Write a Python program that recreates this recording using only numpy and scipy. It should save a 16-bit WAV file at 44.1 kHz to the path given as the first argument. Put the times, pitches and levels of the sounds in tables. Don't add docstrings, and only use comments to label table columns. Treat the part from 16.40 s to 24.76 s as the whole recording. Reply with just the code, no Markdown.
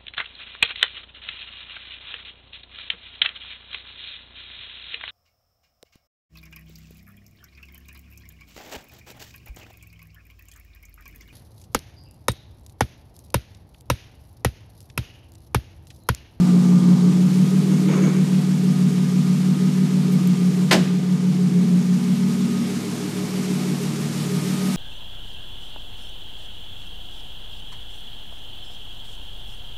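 import sys
import numpy as np
from scipy import signal
from scipy.io import wavfile

SR = 44100
rng = np.random.default_rng(int(sys.argv[2]) if len(sys.argv) > 2 else 0)


def int16_out(signal):
    q = np.round(np.clip(np.atleast_2d(signal).T, -1, 1) * 32767)
    wavfile.write(sys.argv[1], SR, q.astype(np.int16))


def voltage_ratio(decibels):
    exponent = np.asarray(decibels, float) / 20
    return 10 ** exponent


N = 368676

# (time [s], exhaust level [dB],
# lean of the garage's standing waves away from the main mode [dB])
TAILPIPE_WALK = [(0.0, -19, -1), (0.77, -14, -4), (1.14, -18, 3), (2.89, -18.5, 2), (3.7, -18.5, 2),
                 (4.05, -16.5, -5.5), (4.31, -20, 2.5), (4.51, -19.5, -2), (5.08, -18, -0.5),
                 (5.26, -15.5, -9), (5.87, -21, -0.5), (6.22, -25, -3.5), (6.55, -33.5, 4),
                 (6.96, -27.5, 0.5), (7.24, -26, 4), (7.68, -35, 14), (7.94, -26, 6.5), (8.36, -28.5, 2)]
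# (time [s],
# panels [dB], bay # [dB]), 0 = usual level
NEARNESS = [(0, 5.5, 1), (.7, 5, 0), (1.0, 2, 1.3), (1.6, 7, 0.8), (2.2, -2, 0.5), (3.1, -2.5, 0.5),
            (3.45, 1, 0), (4.3, 1, 0.5), (4.5, -.5, -2.5), (5.2, 0.5, -1), (5.7, -5.5, 0.6), (6.4, 1.5, 2),
            (7.3, 2.5, 3.5), (7.6, -2, 3), (8.0, 0.5, 4.5), (8.36, -2.5, 6)]
PANEL_DB = -35.5


def rms_one(x):
    return x / np.sqrt(np.mean(x ** 2) + 1e-20)


def in_time(rows):
    s, *columns = np.transpose(rows)
    return [np.interp(np.arange(N) / SR, s, c) for c in columns]


def at_hz(points, hz):
    table_hz, values = np.array(points).T
    return np.interp(np.log(hz), np.log(table_hz), values)


def drift(rate):
    r = np.exp(-80 * np.pi * rate / SR)
    slow = signal.lfilter([1], [1, -2 * r, r * r], rng.standard_normal(N // 40 + 2002))[2000:]
    return np.interp(np.arange(N) / 40, np.arange(len(slow)), rms_one(slow))


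def resonance(x, hz, width_hz):
    r = np.exp(-np.pi * width_hz / SR)
    section = [(1 - r * r) / 2, 0, (r * r - 1) / 2, 1, -2 * r * np.cos(2 * np.pi * hz / SR), r * r]
    return signal.sosfilt([section, section], x + 1e-18)


def bands(spectrum, size=N):
    low, high = spectrum[0][0], spectrum[-1][0]
    edges = np.geomspace(low, high, int(3 * np.log2(high / low)) + 2)
    centres = np.sqrt(edges[1:] * edges[:-1])
    white = rng.standard_normal((2, size + SR // 4))
    noise = []
    for k, hz in enumerate(centres):
        band_pass = signal.butter(2, edges[k:k + 2], "band", fs=SR, output="sos")
        noise.append(voltage_ratio(at_hz(spectrum, hz)) * signal.sosfilt(band_pass, white[k % 2])[-size:])
    noise = np.array(noise)
    return centres, noise / np.std(noise.sum(axis=0))


def pulses(at_s, sizes):
    out = np.zeros(N + 2 * SR)
    np.add.at(out, np.round((at_s + 1) * SR).astype(int), sizes)
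    return out


def crossing(peaks, between_db):
    t = np.arange(N) / SR
    return voltage_ratio(between_db) + sum(voltage_ratio(db) * np.exp(-((t - s) / width_s) ** 2) for s, width_s, db in peaks)


def exhaust(turned, uneven_db):
    # (strength [dB], lag in the manifold [ms])
    cylinders = [(5.0, -0.55), (-0.3, -2.07), (-0.9, -0.72), (-2.1, -1.87), (1.1, -0.71), (-2.8, -1.15)]
    # (frequency at steady speed [Hz], width [Hz], level
    # [dB], polarity [+-1])
    pipe = [(63.0, 71.3, -51.3, 1), (122.1, 56.4, -40.9, 1), (152.4, 14.9, -20.4, 1),
            (176.3, 10.0, -9.9, 1), (186.8, 17.4, -20.6, -1), (215.0, 11.8, -32.2, 1),
            (232.5, 11.5, -24.4, 1), (266.9, 55.6, -42.0, 1), (275.4, 90.0, -51.9, -1),
            (330.9, 10.0, -46.9, -1)]
    # (time [s], half width [s], level [dB])
    high_mode_peaks = [(1.3, 0.71, -33), (3.0, 1.3, -30), (5.3, 0.36, -35), (6.2, 0.23, -31.5),
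                       (7.0, 0.44, -37), (8.36, 0.37, -30.5)]
    steady_cycles_per_s = 6.19

    firing = np.arange(-30, 330)
    strength_db, lag_ms = np.transpose(cylinders)[:, firing % 6]
    sizes = voltage_ratio(strength_db + uneven_db * rng.standard_normal(len(firing)))
    fired = pulses(firing / 6 / steady_cycles_per_s + lag_ms / 1000, sizes)
    low_cut = signal.butter(8, 143.4, "high", fs=SR, output="sos")
    fired = signal.sosfiltfilt(low_cut, fired)

    groups = np.zeros((3, len(fired)))
    for hz, width_hz, db, polarity in pipe[2:]:
        group = np.searchsorted([160, 220], hz)
        groups[group] += polarity * voltage_ratio(db) * resonance(fired, hz, width_hz)
    read_at = SR * (1 + turned / steady_cycles_per_s)
    heard = [rms_one(np.interp(read_at, np.arange(len(fired)), v)) for v in groups]

    level_db, lean_db = in_time(TAILPIPE_WALK)
    low_gain = voltage_ratio(level_db - 6.5 + 0.96 * lean_db)
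    high_gain = crossing(high_mode_peaks, -49.5)
    gains = [low_gain, voltage_ratio(level_db), high_gain]
    return sum(gain * v for gain, v in zip(gains, heard))


def drone(turned):
    # (order [per engine cycle], level [dB])
    low_orders = [(6, -20), (9, -5), (12, 0), (15, -1)]
    # (time [s], half width [s], level [dB])
    peaks_18 = [(1.2, 0.31, -48), (2.6, 0.65, -48), (6.4, 0.75, -42.5), (7.9, 0.47, -44)]
    peaks_36 = [(0, 0.27, -37), (5.27, 0.099, -26.5), (5.95, 0.47, -26), (7.6, 0.29, -32), (8.3, 0.14, -37)]
    peaks_39 = [(.2, 0.58, -26), (2.3, 0.13, -38), (3.3, 1, -39), (5.7, .6, -31), (7.3, 0.42, -37)]
    peaks_30 = [(0, 0.46, -19.5), (5.4, .3, -64), (7.1, .3, -35.5), (8.36, 0.22, -28.5)]
    peaks_whine = [(0, 0.71, -47), (1.5, 0.37, -50), (3.3, 0.99, -52), (6.1, 0.57, -50),
                   (8.36, 0.68, -46.5)]
    floor_db = (-51.5, -68, -87.5, -72, -56)

    low_db = -59.5 + 0.37 * (in_time(TAILPIPE_WALK)[0] + 18)
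    *high, thin = map(crossing, [peaks_18, peaks_36, peaks_39, peaks_30, peaks_whine], floor_db)
    orders = [(order, voltage_ratio(low_db + db)) for order, db in low_orders]
    orders += list(zip([18, 36, 39, 30], high))
    hum = 0
    for order, gain in orders:
        hum = hum + gain * np.sqrt(2) * np.cos(2 * np.pi * (order * turned - .2))
    whine = np.sin(2 * np.pi * 199.2 * turned + 1.4 * drift(8))
    return hum + thin * voltage_ratio(2.2 * drift(5)) * whine


def panels(turned, loose_db, shaken):
    # (frequency [Hz], width [Hz], level [dB], place in the cycle [0-1])
    loose_panels = [(242, 35, -6, 0.5), (302.8, 24, -4.5, .89), (327.7, 52, -8, 0.5),
                    (407.2, 22, 1.5, 0.72), (451, 24, -11, 0.17), (727, 20, -17, 0.3)]
    firing = np.arange(54 * 6)
    near_db = in_time(NEARNESS)[0]
    thick_db, thin_db = PANEL_DB + near_db, -40.5 + 0.42 * near_db
    out = 0
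    for hz, width_hz, db, place in loose_panels:
        chance = rng.standard_normal((len(firing), 3))
        due = firing / 6 + place - 1 + .012 * chance[:, 1]
        sizes = np.where(firing % 6 == 0, voltage_ratio(loose_db * chance[:, 0]), .4 * chance[:, 2])
        at_s = np.interp(due, turned, np.arange(N) / SR, left=-.05, right=N / SR)
        knock = pulses(at_s, sizes)
        drive = rms_one(knock) + shaken * rng.standard_normal(len(knock))
        ring = rms_one(resonance(drive, hz, width_hz)[SR:SR + N])
        out = out + voltage_ratio(db + (thin_db if hz > 350 else thick_db)) * ring
    return out


def engine():
    # (time [s], engine cycles per second [Hz])
    crank = [(0.0, 5.992), (0.71, 6.044), (1.22, 6.319), (1.8, 6.232), (2.02, 6.229), (2.72, 6.13),
             (3.22, 6.248), (3.49, 6.246), (3.97, 6.07), (4.36, 6.141), (4.59, 6.109), (4.95, 6.145),
             (5.31, 6.009), (5.78, 6.249), (6.38, 6.315), (7.11, 6.231), (7.53, 6.13), (8.4, 6.286)]
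    turned = np.cumsum(in_time(crank)[0]) / SR
    return exhaust(turned, uneven_db=1.1) + drone(turned) + panels(turned, loose_db=1.5, shaken=.25)


def engine_bay(patchy_db):
    # (frequency [Hz], level per Hz [dB])
    hiss_colour = [(420, -31), (725, -1.5), (1250, -2.5), (1450, -5), (4400, -6), (6480, -7.5), (9000, -10),
                   (17000, -14)]
    # (frequency [Hz], level per Hz [dB])
    rumble_colour = [(25, -38), (60, -33), (90, -28), (125, -13), (170, 0), (250, -3), (320, -5), (400, -6),
                     (520, -12)]
    # (frequency [Hz], width [Hz], level [dB], share of the nearness swing)
    intake = [(593, 53, -57, 1.8), (2234, 180, -56.5, 0.57)]
    bay_follows = (0.66, 0.93, 0.93, 1.6)
    hiss_db, rumble_db = -38.5, -39.5

    panel_db, bay_db = in_time(NEARNESS)
    parts_db = np.outer(bay_follows, bay_db)
    leaning_in = np.clip((0.75 - np.arange(N) / SR) / .15 + .5, 0, 1)
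    parts_db += np.outer((3.5, -1.5, 1, -1.5), leaning_in)
    parts_db[0] += .15 * panel_db

    centres, noise = bands(hiss_colour)
    out, together = 0, drift(29)
    for hz, band in zip(centres, noise):
        share = [at_hz(list(zip([1200, 1900, 6000, 14000], row)), hz) for row in np.eye(4)]
        out = out + voltage_ratio(share @ parts_db + patchy_db * (together + drift(12.5))) * band
    out = signal.sosfilt(signal.butter(2, 10300, fs=SR, output="sos"), out)
    for hz, width_hz, db, follows in intake:
        hollow = rms_one(resonance(rng.standard_normal(N), hz, width_hz))
        out += voltage_ratio(db - hiss_db + follows * bay_db) * hollow
    rumble = bands(rumble_colour)[1].sum(axis=0)
    return voltage_ratio(hiss_db) * out + voltage_ratio(rumble_db + .6 * (PANEL_DB + panel_db + 40)) * rumble


def scuff():
    # (start [s], hold [s], sole [dB], squeak [dB])
    strokes = [
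        (1.3, 0.026, -46, -46),
        (1.474, 0.052, -37, -44),
        (1.534, 0.034, -40.5, -50),
        (1.609, 0.038, -39, -42),
        (1.705, 0.05, -43.5, -57),
    ]
    # (frequency [Hz], level per Hz [dB])
    sole_colour = [(280, 10), (400, 8), (540, -0.5), (680, -10), (1200, -5), (1700, -10.5), (3200, -15.5),
                   (4500, -35)]
    attack_s, t60_s = 0.019, 0.41

    t, drag, chirp = np.arange(N) / SR, 0, 0
    for s, hold_s, sole_db, squeak_db in strokes:
        after = np.maximum(t - s - attack_s - hold_s, 0)
        shape = np.clip((t - s) / attack_s, 0, 1) ** 2 * voltage_ratio(-60 * after / t60_s) ** 2
        drag = drag + voltage_ratio(2 * sole_db) * shape
        chirp = chirp + voltage_ratio(2 * squeak_db) * shape
    sole = bands(sole_colour)[1].sum(axis=0)
    sole = sole + voltage_ratio(-15.5) * rms_one(resonance(rng.standard_normal(N), 2235, 160))
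    squeak = rms_one(resonance(rng.standard_normal(N), 6500, 830))
    grit = voltage_ratio(1.5 * drift(90))
    return voltage_ratio(9.5) * grit * np.sqrt(drag) * sole + np.sqrt(chirp) * squeak


def latch():
    # (time [s], peak [dB], t60 [s])
    ticks = [
        (3.722, -37, 0.18),
        (3.873, -24, .015),
    ]
    t, shape = np.arange(N) / SR, 0
    for s, db, t60 in ticks:
        shape = shape + (t >= s) * voltage_ratio(db - 60 * np.maximum(t - s, 0) / t60)
    bright = signal.butter(2, 7000, "high", fs=SR, output="sos")
    return shape * signal.sosfilt(bright, rng.standard_normal(N))


def door():
    # (time [s], level [dB], tilt [dB per octave], rise [s])
    contacts = [
        (4.310, -8.5, 0, 0.0012),
        (4.326, -15.5, 2, 0.00075),
        (4.338, -31, -4, 0.0041),
    ]
    # (frequency [Hz], level per Hz [dB])
    door_colour = [(70, -33), (160, -3), (300, -4), (400, 0), (560, -3), (800, -5.5), (1050, -14.5),
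                   (1500, -8.5), (2150, -7.5), (3000, -9.5), (4090, -10), (8000, -22), (16500, -37.5)]
    # (frequency [Hz], t60 [s])
    door_t60 = [(80, 0.75), (300, 0.24), (1000, 0.13), (3000, 0.091), (8000, 0.11), (15000, 0.087)]
    # (frequency [Hz], level [dB], t60 [s], held to 0.2 at most)
    sheet_modes = [(410, -12, 0.26), (800, -12, 0.52), (1030, 12.5, 0.22), (1530, -21, 3.6),
                   (1739, -7, 0.15), (2040, 0, 0.95), (2315, -17, 0.22), (2326, -10, 0.24),
                   (2960, 9, 0.072), (3050, -22, 0.56), (3250, -23, 0.41), (3600, -8, 0.1),
                   (4120, -7, 0.067), (4460, -26, 0.91)]
    garage_t60_s, garage_db = 0.79, -21.5

    first_s = contacts[0][0]
    start = round(first_s * SR)
    t = np.arange(SR) / SR + first_s
    centres, noise = bands(door_colour, size=SR)
    slam = 0
    for hz, band in zip(centres, noise):
        for s, db, tilt_db, rise_s in contacts:
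            age = np.maximum(t - s, 0)
            swell = 1 - np.exp(-age / (rise_s + 2.0 / hz))
            dying = voltage_ratio(-60 * age / at_hz(door_t60, hz)) + voltage_ratio(garage_db - 60 * age / garage_t60_s)
            level_db = db + tilt_db * np.log2(hz / 2000) + 0.72 * rng.standard_normal()
            slam = slam + voltage_ratio(level_db) * swell * dying * band
    age = t - t[0]
    for hz, db, t60 in sheet_modes:
        slam = slam + voltage_ratio(db - 32 - 60 * age / min(t60, .2)) * np.sin(2 * np.pi * hz * age)
    out = np.zeros(N)
    out[start:start + SR] = slam
    return out


def scene():
    return (engine() + engine_bay(patchy_db=0.57) + scuff() + latch() + door())[None]


def roll_off(x):
    return signal.sosfilt(signal.butter(12, 15430, fs=SR, output="sos"), x)


def record(dry):
    rounded = .9 * np.tanh(dry / .9)
    top_cut = signal.cheby2(12, 60, 16000, fs=SR, output="sos")
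    finished = signal.sosfilt(top_cut, rounded)
    return roll_off(finished)


dry = scene()
out = record(dry)
int16_out(out)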